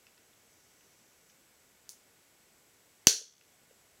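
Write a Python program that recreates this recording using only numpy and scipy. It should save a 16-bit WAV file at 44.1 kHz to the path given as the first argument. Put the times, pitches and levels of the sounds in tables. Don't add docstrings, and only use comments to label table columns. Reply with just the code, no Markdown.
import sys
import numpy as np
from scipy import signal
from scipy.fft import rfft, irfft
from scipy.io import wavfile

SR = 44100
rng = np.random.default_rng(int(sys.argv[2]) if len(sys.argv) > 2 else 0)


def digitize_waveform(pressure):
    field = np.atleast_2d(pressure).T
    bounded = np.clip(field, -1, 1)
    quanta = np.round(bounded * 32767).astype(np.int16)
    wavfile.write(sys.argv[1], SR, quanta)


N = 176400
TIME = np.arange(N) / SR
BINS_HZ = np.maximum(np.arange(N // 2 + 1) * SR / N, 1)
BANG_S = 3.0701

# frequency in Hz, time to fall 60 dB (t60) in seconds.
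ROOM_T60 = [(100, .22), (450, .27), (1000, .27), (3300, .3), (6000, .32), (9000, .29), (15000, .23)]


def spark_bang():
    # pitch in Hz, level in dB, t60 in seconds.
    crack_modes = [(3200, -1.4, .0042), (4500, 16, .0037), (6100, 21, .004), (7350, 16, .0032)]
    # pitch in Hz, level in dB, t60 in seconds.
    object_modes = [(439, -38, .28), (1547, -42, .3), (4200, -34, .28), (4300, -35, .3), (4383, -34, .3),
                    (4479, -34, 0.25), (5674, -31.5, .28), (6048, -33, .33)]
    # frequency in Hz, relative level in dB.
    tail_colour = [(60, -36.5), (230, -26), (420, -12), (700, -25), (1280, -27), (1580, -14.5), (2100, -20),
                   (2800, -13), (3800, -12.5), (4380, -1.5), (4900, -11), (5800, 0), (7000, -7.5),
                   (8100, -16), (9500, -14.5), (12000, -22), (15500, -24.5)]
    spark = impulses([(BANG_S, 0)])
    restrike = impulses([(BANG_S + .0024, -20.5)])
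    crack = ring(spark + restrike + early_reflections(BANG_S, db=0), crack_modes)
    tail = from_db(-13.5) * room_tail(BANG_S, tail_colour)
    return crack + ring(spark, object_modes) + tail


def launcher_kick(delay_s=.00093):
    # pitch in Hz, level in dB, t60 in seconds.
    body_modes = [(263, 0, 0.0058), (1400, -7, .0018), (2980, 5.5, 0.0044)]
    return ring(impulses([(BANG_S + delay_s, 0)]), body_modes)


def flutter_echo(count=36, trip_s=.0141, loss_db=1.25, jitter_s=.0004, spread_db=1.5):
    # pitch in Hz, level in dB, t60 in seconds.
    return_modes = [(3400, -32, .01), (4400, -38, .018), (5000, -37, .01), (5650, -35, .016),
                    (6300, -33.5, .02)]
    returns = [(BANG_S + trip * trip_s + jitter_s * late, spread_db * loud - trip * loss_db)
               for trip, (late, loud) in enumerate(rng.standard_normal((count, 2)), 1)]
    return ring(impulses(returns), return_modes)


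def launcher_click(start_s=1.8925, db=-30, echo_boost_db=11):
    # pitch in Hz, level in dB, t60 in seconds.
    snap_modes = [(2800, -18, .003), (4600, -3.5, 0.0044), (6300, 1.5, 0.0033), (7000, -2.5, 0.0035),
                  (9900, -5.5, .004), (14000, -6, 0.0022)]
    # frequency in Hz, relative level in dB.
    tail_colour = [(500, -31), (2800, -22), (4300, -9), (6200, 1), (8000, -6.5), (9700, -3.5), (12000, -11),
                   (15500, -7.5)]
    snap = impulses([(start_s, db)]) + early_reflections(start_s, db + echo_boost_db)
    tail = from_db(-48) * room_tail(start_s, tail_colour, t60_share=.81)
    return ring(snap, snap_modes) + tail


def soft_knocks():
    # start in seconds, level in dB, pitch ratio.
    knocks = [(3.214, -47.5, 0.98), (3.709, -57, 0.93)]
    # pitch in Hz, level in dB, t60 in seconds.
    knock_modes = [(480, -2.5, 0.032), (635, -6, .03), (1500, -11, .008), (2940, -6, .008)]
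    return contacts(knocks, knock_modes)


def handling_ticks():
    # start in seconds, level in dB, pitch ratio.
    ticks = [(.068, -51.5, 1), (.179, -56.5, 1), (.334, -63, 1.3), (.809, -59, 1.1), (1.299, -59.5, 1.14),
             (3.412, -54, 0.99)]
    # pitch in Hz, level in dB, t60 in seconds.
    tick_modes = [(1400, -6, 0.011), (2670, 4, 0.0088), (5200, 1, .004)]
    return contacts(ticks, tick_modes)


def contacts(hits, modes, contact_s=.0016, scratchiness=.94, room_db=-14):
    out, age = np.zeros(N), TIME[:SR // 2]
    room_decay = np.exp(-np.log(1000) * age / at_hz(ROOM_T60, modes[0][0]))
    fade = np.exp(-age / contact_s) + from_db(room_db) * room_decay
    for start_s, db, pitch in hits:
        scratch = rng.standard_normal(len(age)) * fade
        touch = (age == 0) + scratchiness * scratch / np.linalg.norm(scratch)
        tuned_modes = [(hz * pitch, level, t60) for hz, level, t60 in modes]
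        body = ring(impulses([(start_s, db)]), tuned_modes)
        out += signal.fftconvolve(body, touch)[:N]
    return out


def sleeve_rustle():
    # centre in seconds, spread in seconds, level in dB.
    moves = [(.8, .4, -73.5), (1.3, 0.0087, -69)]
    swell = sum(from_db(db) * np.exp(-.5 * ((TIME - s) / spread) ** 2) for s, spread, db in moves)
    return swell * noise_band(hz=6000, width_hz=790)


def early_reflections(start_s, db):
    # delay in seconds, relative level in dB.
    bounces = [(.006, -33), (.0078, -27.5), (.0145, -26), (0.0281, -28), (0.0393, -31)]
    return impulses([(start_s + delay, db + level) for delay, level in bounces])


def room_tail(start_s, colour, t60_share=1, bands=12, build_s=.003):
    wash = rfft(noise(from_db(at_hz(colour, BINS_HZ))))
    age = np.maximum(TIME - start_s, 0)
    centres = np.geomspace(100, 15000, bands)
    out = np.zeros(N)
    for hz, share in zip(centres, np.eye(bands)):
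        band = irfft(wash * np.interp(np.log(BINS_HZ), np.log(centres), share), N)
        out += band * np.exp(-np.log(1000) * age / (t60_share * at_hz(ROOM_T60, hz)))
    return out * (1 - np.exp(-age / build_s))


def background():
    # frequency in Hz, relative level in dB.
    hiss_colour = [(15, -43), (25, -13), (71, -3.5), (169, -2), (274, -3), (433, -1.5), (1080, -8),
                   (2170, -7), (2360, -7.5), (4040, -11), (7700, -8), (8580, -12.5), (13500, -12.5),
                   (15500, -18)]
    # pitch in Hz, rms level in dB.
    whine_tones = [(1464, -86), (1949, -89.5), (2202, -85.5)]
    hiss = from_db(-65.5) * noise(from_db(at_hz(hiss_colour, BINS_HZ)))
    whine = from_db(-78.5) * noise_band(hz=7800, width_hz=120)
    tones = sum(np.sqrt(2) * from_db(db) * np.sin(2 * np.pi * hz * TIME) for hz, db in whine_tones)
    return hiss + whine + tones


def ring(force, modes):
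    out = np.zeros(N)
    for k, (hz, db, t60) in enumerate(modes):
        radius, angle = np.exp(-np.log(1000) / (t60 * SR)), 2 * np.pi * hz / SR
        feedback = [1, -2 * radius * np.cos(angle), radius * radius]
        out += (-1) ** k * from_db(db) * signal.lfilter([0, np.sin(angle)], feedback, force + 1e-18)
    return out


def impulses(hits):
    out = np.zeros(N)
    for start_s, db in hits:
        out[int(start_s * SR)] += from_db(db)
    return out


def noise_band(hz, width_hz):
    return noise(1 / (1 + ((BINS_HZ - hz) / width_hz) ** 2))


def noise(gains):
    coloured = irfft(rfft(rng.standard_normal(N)) * gains, N)
    return coloured / coloured.std()


def at_hz(points, hz):
    points_hz, values = np.transpose(points)
    return np.interp(np.log(hz), np.log(points_hz), values)


def from_db(db):
    return 10 ** (np.asarray(db) / 20)


def scene():
    blast = spark_bang() + launcher_kick() + flutter_echo()
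    small_sounds = launcher_click() + handling_ticks() + soft_knocks() + sleeve_rustle()
    return (blast + small_sounds + background())[None]


def record(dry):
    ceiling, cutoff_hz = .67, 15900
    threshold_db, max_duck_db, attack_s, recover_db_per_s = -18.5, 7, .0047, 37.5
    level_db = 20 * np.log10(np.clip(np.abs(dry[0]), 1e-9, ceiling))
    recovery_db = recover_db_per_s * TIME
    held_db = np.maximum.accumulate(level_db + recovery_db) - recovery_db
    pole = np.exp(-1 / (attack_s * SR))
    duck_db = signal.lfilter([1 - pole], [1, -pole], np.clip(held_db - threshold_db, 0, max_duck_db))
    flattened = ceiling * np.tanh(dry * from_db(-duck_db) / ceiling)
    low_pass = signal.firwin(201, cutoff_hz, fs=SR, window=("kaiser", 8))
    return signal.fftconvolve(flattened, low_pass[None], mode="same")


dry = scene()
out = record(dry)
digitize_waveform(out)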